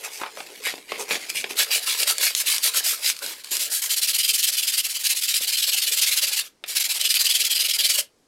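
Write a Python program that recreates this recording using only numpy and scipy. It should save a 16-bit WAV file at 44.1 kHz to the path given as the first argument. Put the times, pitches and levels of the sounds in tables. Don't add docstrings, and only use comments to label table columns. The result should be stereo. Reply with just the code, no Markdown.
import sys
import numpy as np
from scipy import signal
from scipy.fft import rfft, irfft, next_fast_len
from scipy.io import wavfile
from scipy.ndimage import uniform_filter1d, map_coordinates

SR = 44100
rng = np.random.default_rng(int(sys.argv[2]) if len(sys.argv) > 2 else 0)


def transcribe(signal):
    frames = np.atleast_2d(signal).T
    limited = np.clip(frames, -1, 1)
    pcm = np.round(limited * 32767).astype(np.int16)
    wavfile.write(sys.argv[1], SR, pcm)


N = 364707

# (frequency [Hz], relative gain [dB])
GRIT_SPECTRUM = [(600, -59.5), (1300, -17), (2200, -5), (3500, -4.5), (5000, -0.5), (6000, -1.5), (7400, 1),
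                 (9000, 0), (11500, 0), (13500, -2.5), (15500, -12)]
SHEET_SPECTRUM = [(500, -41), (1100, -36.5), (1400, -23), (1900, -11), (2300, -2.5), (3200, 2), (5000, 0),
                  (5900, -7), (9000, -27.5)]
BODY_SPECTRUM = [(50, -34), (130, -25.5), (230, -24.5), (320, -6), (450, -5.5), (640, 2), (800, -2),
                 (1100, 0), (1400, -0.5), (2200, -2), (4000, -25)]
# (centre [Hz], width [Hz], added peak [dB])
SLACK_FOLD_MODES = [(1515, 300, 8), (2190, 320, -1), (2800, 140, -9.5), (3960, 170, -3), (4760, 760, -4)]
TIGHT_FOLD_MODES = [(3010, 500, 0.67), (4120, 230, 0.72), (4820, 640, -0.75)]
# (centre [Hz], width [Hz], added peak [dB])
LOW_RESONANCES = [(160.6, 20, 9.5), (450, 35, 3), (559, 37, -4), (883, 14, -7), (1336, 26, 4.5),
                  (1670, 230, 2)]
# (time [s], tightness [0-1])
FOLD_GRIP = [(1.6, 0.01), (3.1, 0), (3.8, 0.7), (4.1, 0.97), (5.3, 0.97), (5.95, 1), (6.12, 0.05),
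             (6.4, 0.9), (6.8, 0.2), (7.05, 0.97), (8.0, 1)]
SPEED_EXPONENT = 1.033


def sanding():
    resting_power = contact() ** 2 / 2
    hiss_power, ring_power = resting_power.copy(), resting_power.copy()
    body_power = resting_power * amp(-12) ** 2
    for start_s, length_s, db, crest, bright_db, body_db in strokes():
        power = (amp(db) * swell(length_s, crest) ** SPEED_EXPONENT) ** 2
        hiss_share = 1 / (1 + amp(-2 * bright_db))
        add(hiss_power, start_s, power * hiss_share)
        add(ring_power, start_s, power * (1 - hiss_share))
        add(body_power, start_s, power * amp(body_db) ** 2)
    chatter = amp(1.26 * wobble(rate_hz=170) - 0.97)
    grit = flexing(grains(clump_db=1.06, clump_hz=875, spike_db=2.5), depth_db=2.8)
    hiss = amp(-0.06) * coloured(np.sqrt(hiss_power) * grit, GRIT_SPECTRUM)
    scrape = lambda: flexing(grains(clump_db=2.3, clump_hz=699, spike_db=3.5), depth_db=4.0)
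    grip = np.clip(curve(FOLD_GRIP), 0, 1)
    tight = coloured(np.sqrt(ring_power * grip) * scrape(), SHEET_SPECTRUM, TIGHT_FOLD_MODES)
    slack = coloured(np.sqrt(ring_power * (1 - grip)) * scrape(), SHEET_SPECTRUM, SLACK_FOLD_MODES)
    coarse = flexing(grains(clump_db=4.5, clump_hz=197.4, spike_db=4), depth_db=5.0)
    body = amp(3.5) * coloured(np.sqrt(body_power) * coarse, BODY_SPECTRUM, LOW_RESONANCES)
    return chatter * (hiss + amp(-0.84) * (tight + slack) + body)


# (start [s], length [s], relative level [dB], speed crest [0-1], brightness [dB],
# body send [dB])
SINGLE_STROKES = [(1.561, 0.095, -17, 0.4, -1, -18.5), (1.703, .1, -17, 0.29, 0.5, -23),
                  (1.81, 0.041, -25.5, 0.8, -2, -22), (1.855, 0.14, -20.5, 0, -1.5, -21),
                  (1.968, 0.08, -19, .55, 4, -24.5), (2.062, .078, -17, 0.36, 2.5, -21),
                  (2.193, .13, -17, .34, .5, -25.5), (2.351, 0.08, -20.5, 0.68, 8, -30.5),
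                  (2.455, 0.14, -17.5, 0.06, 1.5, -25), (2.623, 0.085, -16.5, 0.24, 5.5, -27.5),
                  (2.728, 0.086, -18, 0.56, 3.5, -24), (2.831, 0.14, -19, 0.22, 8, -25.5),
                  (3.012, 0.12, -18, 0.61, -1, -28.5), (3.213, 0.15, -30, 0, 3.5, -17),
                  (3.506, 0.1, -22, 0.04, 7.5, -23.5), (3.587, 0.11, -23, 0.18, 4.5, -21.5),
                  (3.695, 0.12, -21, 0.38, 13, -25), (3.815, 0.081, -22, 0.05, 12, -25.5),
                  (3.89, 0.07, -17.5, 0.29, 4.5, -30), (3.959, 0.048, -19, .37, 10, -46),
                  (6.353, 0.074, -18.5, 0.4, -0.5, -27.5), (6.675, 0.08, -26, 0.27, 1.5, -44)]
# (start [s], end [s], strokes [count], relative level [dB], brightness [dB],
# body send [dB], push over pull [dB], build-up over the run [dB])
SCRUB_RUNS = [(4.012, 4.128, 2, -18.5, 2, -57, -3, -3), (4.13, 4.324, 4, -17.5, 1, -45, -2, 2),
              (4.33, 4.511, 4, -17.5, 2.5, -40, 2.5, 6), (4.516, 4.817, 6, -19.5, 2.5, -51, -1.5, 3.5),
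              (4.832, 5.038, 4, -24.5, 3, -34, 1.5, -4.5), (5.035, 5.139, 2, -17.5, 2.5, -41, 0.5, 0.5),
              (5.147, 5.397, 4, -19.5, 3, -40, 0, 6), (5.399, 5.466, 1, -21.5, 2, -36, 0.5, -0.5),
              (5.468, 5.91, 9, -18.5, 1, -34.5, 0.5, 0), (5.912, 6.206, 6, -17.5, 2, -32, 2, 1),
              (6.214, 6.36, 3, -20.5, 1, -33.5, 3, -4), (6.75, 6.878, 3, -19.5, 1, -36, 1.5, -9),
              (6.887, 6.99, 2, -22.5, 2, -25, 0, -4), (6.991, 7.082, 2, -19, -1, -32, -1.5, 6.5),
              (7.088, 7.485, 8, -17.5, 0, -35.5, 1, -0.5), (7.495, 7.775, 6, -18, -1.5, -35.5, 1.5, -1.5),
              (7.782, 7.935, 3, -17, -1, -30.5, -0.5, 1.5), (7.93, 8.014, 2, -17.5, 3.5, -28.5, -8, -10.5)]
SCRUB_CREST, SCRUB_OVERLAP_S, SCRUB_SCATTER_DB = 0.42, 0.0043, 0.47
DULLING_DB_PER_DB = 0.28


def strokes():
    rows = list(SINGLE_STROKES)
    for start_s, end_s, count, db, bright_db, body_db, push_db, build_db in SCRUB_RUNS:
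        count = round(count)
        length_s = (end_s - start_s) / count
        for k in range(count):
            progress = (k + .5) / count - .5
            press_db = (-1) ** k * push_db / 2 + progress * build_db
            press_db += SCRUB_SCATTER_DB * rng.standard_normal()
            onset_s = start_s + k * length_s - SCRUB_OVERLAP_S / 2
            rows.append((onset_s, length_s + SCRUB_OVERLAP_S, db + press_db,
                         SCRUB_CREST, bright_db - DULLING_DB_PER_DB * press_db, body_db))
    return rows


# (landing [s], lift [s], relative level [dB])
LIGHT_CONTACTS = [(1.557, 3.127, -35), (3.145, 3.41, -40.5), (3.436, 6.471, -40.5), (6.661, 8.028, -39.5)]
LIFT_DB_PER_S = 595


def contact():
    t = np.arange(N) / SR
    gains = [(t >= land_s) * amp(db - LIFT_DB_PER_S * np.clip(t - lift_s, 0, 1))
             for land_s, lift_s, db in LIGHT_CONTACTS]
    return np.max(gains, axis=0)


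# (frequency [Hz], relative gain [dB])
RUSTLE_SPECTRUM = [(800, -32.5), (1400, -7), (1800, 0), (2100, 5), (2400, 4.5), (2900, 3.5), (3700, 1.5),
                   (5000, -5), (6500, -44), (12000, -51.5)]
SLIDE_SPECTRUM = [(2500, -38.5), (5000, -3), (7000, -3), (10000, -4), (13000, -7.5), (15500, -19.5)]
# (time [s], relative level [dB])
WHISPER_LEVELS = [(0, -46.5), (.3, -51), (.45, -47.5), (.76, -45), (.85, -54.5), (.92, -46), (1.55, -45.5),
                  (1.65, -78)]
# (start [s], length [s], rustle [dB], flutter [dB], hiss [dB], flutter pitch [Hz])
FINGER_RUBS = [(0.026, 0.067, -38, -38, -35.5, 890), (0.094, 0.16, -44, -53, -38, 800),
               (0.188, 0.12, -45, -35.5, -61, 900), (0.356, 0.092, -44, -45, -44.5, 560),
               (0.627, 0.11, -26.5, -40, -31.5, 676), (0.875, .12, -36, -48.5, -47, 447),
               (0.978, 0.07, -37, -35, -32.5, 467), (1.077, 0.057, -36.5, -38, -34, 640),
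               (1.103, 0.084, -24, -32, -30.5, 485), (1.17, 0.13, -40.5, -59.5, -42, 330),
               (1.285, 0.037, -36, -60, -33, 400), (1.332, 0.11, -31, -57.5, -30.5, 170),
               (1.489, 0.049, -32.5, -46.5, -33.5, 400), (3.202, 0.18, -48, -48.5, -48, 384),
               (3.506, 0.22, -55.5, -58.5, -48, 330)]
RUB_CREST, RUSTLE_HZ = 0.37, 2400


def folding():
    crackle = lambda: flexing(grains(clump_db=2.5, clump_hz=398, spike_db=4.0), depth_db=4.0)
    slips, flutter, loose = crackle(), crackle(), crackle()
    whisper = coloured(loose, RUSTLE_SPECTRUM)
    whisper += amp(-5.0) * flapping(loose, pitch_hz=440)
    whisper += amp(-1.0) * coloured(loose, SLIDE_SPECTRUM)
    track = amp(curve(WHISPER_LEVELS)) * whisper
    for start_s, length_s, rustle_db, flutter_db, hiss_db, flutter_hz in FINGER_RUBS:
        speed = swell(length_s, RUB_CREST)
        first = max(round(start_s * SR), 0)
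        drive = lambda source: speed * unit(source[first:first + len(speed)])
        rustle = coloured(drive(slips), RUSTLE_SPECTRUM, modes=[(RUSTLE_HZ, 300, 0.5)])
        add(track, start_s, amp(rustle_db) * rustle)
        add(track, start_s, amp(flutter_db) * flapping(drive(flutter), flutter_hz))
        add(track, start_s, amp(hiss_db) * coloured(drive(slips), SLIDE_SPECTRUM))
    return track


# (frequency [multiple of pitch], relative gain [dB])
PANEL_SPECTRUM = [(.1, -36), (.3, -21), (.6, -7), (1, 5), (1.5, -3.5), (2.3, -3.5), (3, -10), (6, -42)]


def flapping(x, pitch_hz):
    return coloured(x, [(multiple * pitch_hz, db) for multiple, db in PANEL_SPECTRUM])


# (time [s], relative level [dB], flap send [dB], flap pitch [Hz])
SHEET_BUCKLES = [(0.215, -20.5, 1.5, 560), (0.235, -20.5, -1, 1020), (0.263, -21.5, -7, 670),
                 (0.372, -24, -3.5, 565), (0.404, -18.5, -6.5, 646), (0.668, -9, -16, 510),
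                 (0.739, -24, -4.5, 390), (0.78, -23.5, -11, 345), (0.9193, -10, -7.5, 440),
                 (1.007, -25, -1, 442), (1.1086, -5, -14.5, 474), (1.1551, -10, -14.5, 360),
                 (1.4418, -8.5, -13.5, 423), (1.506, -18.5, -9.5, 400), (6.639, -13, -20.5, 565)]
# (time [s], relative level [dB])
GRIT_CATCHES = [(1.3007, -7.5), (2.032, -2.5), (2.1824, -5.5), (2.3501, -2.5), (2.5636, -7), (2.582, -7),
                (3.06, -13), (3.093, -6), (3.1, -3), (3.166, -19), (3.190, -17), (3.263, -13),
                (3.4447, -15.5), (3.522, -18), (3.5684, -6), (7.0135, -4.5), (7.1415, -4)]
FINGER_BUMPS = [(1.349, -29.5), (2.462, -38), (3.515, -26), (3.573, -33.5), (5.408, -28), (6.628, -48),
                (6.639, -34)]
# (frequency [Hz], relative gain [dB])
CRACK_SPECTRUM = [(60, -49.5), (200, -28), (500, -18), (1000, -15), (2000, -4.5), (4200, 4), (6000, -0.5),
                  (8500, 1), (12000, -4.5), (15500, -20.5)]


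def snaps():
    track = np.zeros(N)
    for time_s, db, flap_db, flap_hz in SHEET_BUCKLES:
        crack = amp(db) * burst(t60_s=.015, tail_db=-15, tail_t60_s=.1)
        add(track, time_s, amp(-6.0) * coloured(crack, RUSTLE_SPECTRUM))
        add(track, time_s, amp(-20.0) * coloured(crack, CRACK_SPECTRUM))
        flap = burst(t60_s=.022, tail_db=-18, tail_t60_s=.11)
        add(track, time_s, amp(db + flap_db + 1) * flapping(flap, flap_hz))
    for time_s, db in GRIT_CATCHES:
        tick = burst(t60_s=.008, tail_db=-17, tail_t60_s=.05)
        add(track, time_s, amp(db - 4) * coloured(tick, CRACK_SPECTRUM))
    for time_s, db in FINGER_BUMPS:
        bump = burst(t60_s=.026, tail_db=-22, tail_t60_s=.1)
        add(track, time_s, amp(db - 5.5) * flapping(bump, pitch_hz=385))
    return track


def burst(t60_s, tail_db, tail_t60_s):
    t = np.arange(SR // 8) / SR
    envelope = amp(-60 * t / t60_s) + amp(tail_db - 60 * t / tail_t60_s)
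    noise = rng.standard_normal(len(t)) * envelope
    return noise / np.linalg.norm(noise) * np.sqrt(t60_s * SR / 20)


def swell(length_s, crest):
    progress = np.linspace(0, 1, max(round(length_s * SR), 2))
    skewed = np.interp(progress, [0, np.clip(crest, .15, .9), 1], [0, .5, 1])
    return np.sin(np.pi * skewed)


def grains(clump_db, clump_hz, spike_db):
    sizes = amp(spike_db * rng.standard_normal(N) + clump_db * wobble(clump_hz))
    return unit(rng.standard_normal(N) * sizes)


def flexing(x, depth_db, size=512):
    bins = signal.stft(x, nperseg=size)[2]
    ripple = uniform_filter1d(rng.standard_normal(bins.shape), size=3, axis=0)
    ripple = uniform_filter1d(ripple, size=9, axis=1)
    gain = amp(depth_db * np.clip(unit(ripple), -2, 2))
    return unit(signal.istft(bins * gain, nperseg=size)[1][:N])


TOP_HZ = 15950


def coloured(x, spectrum, modes=(), size=4096):
    hz = np.fft.rfftfreq(size, 1 / SR)
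    gain = amp(along(spectrum, hz))
    for centre_hz, width_hz, db in modes:
        gain *= 1 + amp(db) / (1 + (2 * (hz - centre_hz) / width_hz) ** 2)
    gain *= np.where(hz < TOP_HZ + SR / 100, 1, 1 / 10)
    cepstrum = irfft(np.log(gain))
    cepstrum[1:size // 2] *= 2
    cepstrum[size // 2 + 1:] = 0
    response = irfft(np.exp(rfft(cepstrum)))
    return signal.oaconvolve(x, response / np.linalg.norm(response))[:N]


def amp(db):
    return 10 ** (np.asarray(db) / 20)


def unit(x):
    return x / np.sqrt(np.mean(x ** 2) + 1e-20)


def along(points, hz):
    knots_hz, values = np.transpose(points)
    return np.interp(np.log(hz + 1), np.log(knots_hz + 1), values)


def curve(points):
    times_s, values = np.transpose(points)
    return np.interp(np.arange(N) / SR, times_s, values)


def wobble(rate_hz):
    knots = rng.standard_normal(8192)
    return map_coordinates(knots, [np.arange(N) * rate_hz / SR], mode="mirror")


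def add(track, time_s, sound):
    start = max(round(time_s * SR), 0)
    track[start:start + len(sound)] += sound[:max(N - start, 0)]


# (frequency [Hz], T60 [s])
ROOM_T60 = [(200, 0.37), (1000, 0.2), (4000, 0.14), (14000, 0.11)]


def room(x):
    hz, t, bins = signal.stft(rng.standard_normal(SR // 2), SR, nperseg=256)
    decay = amp(-60 * t / along(ROOM_T60, hz)[:, None])
    tail = signal.istft(bins * decay, SR, nperseg=256)[1]
    tail = np.pad(tail, (SR // 300, 0))
    return signal.fftconvolve(x, tail / np.linalg.norm(tail))[:N]


# (frequency [Hz], relative gain [dB])
ROOM_SIDE_SPECTRUM = [(100, -5), (250, -8), (550, 0), (2000, 0), (4000, 1), (9000, 3), (14000, 0)]
BACKGROUND_MID_SPECTRUM = [(25, -7.5), (70, -12), (160, -6.5), (300, -3), (450, -4.5), (600, -9),
                           (1000, -14.5), (3000, -20.5), (5000, -17), (10000, -23.5), (16000, -40.5)]
BACKGROUND_SIDE_SPECTRUM = [(25, -7), (100, -1), (400, -18.5), (2000, -8), (16000, -23)]


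def scene():
    hands = sanding() + folding() + snaps()
    mid = hands + amp(-12.5) * room(hands)
    mid += amp(-64.5) * coloured(rng.standard_normal(N), BACKGROUND_MID_SPECTRUM)
    side = amp(-23.5) * coloured(room(hands), ROOM_SIDE_SPECTRUM)
    side += amp(-77.5) * coloured(rng.standard_normal(N), BACKGROUND_SIDE_SPECTRUM)
    return np.array([mid + side, mid - side])


def record(dry):
    size = next_fast_len(N + SR // 4)
    edge = np.clip((np.fft.rfftfreq(size, 1 / SR) - TOP_HZ) / 300, -.5, .5)
    gain = (1 - np.sin(np.pi * edge)) / 2
    return irfft(rfft(dry, size) * gain, size)[:, :N]


dry = scene()
out = record(dry)
transcribe(out)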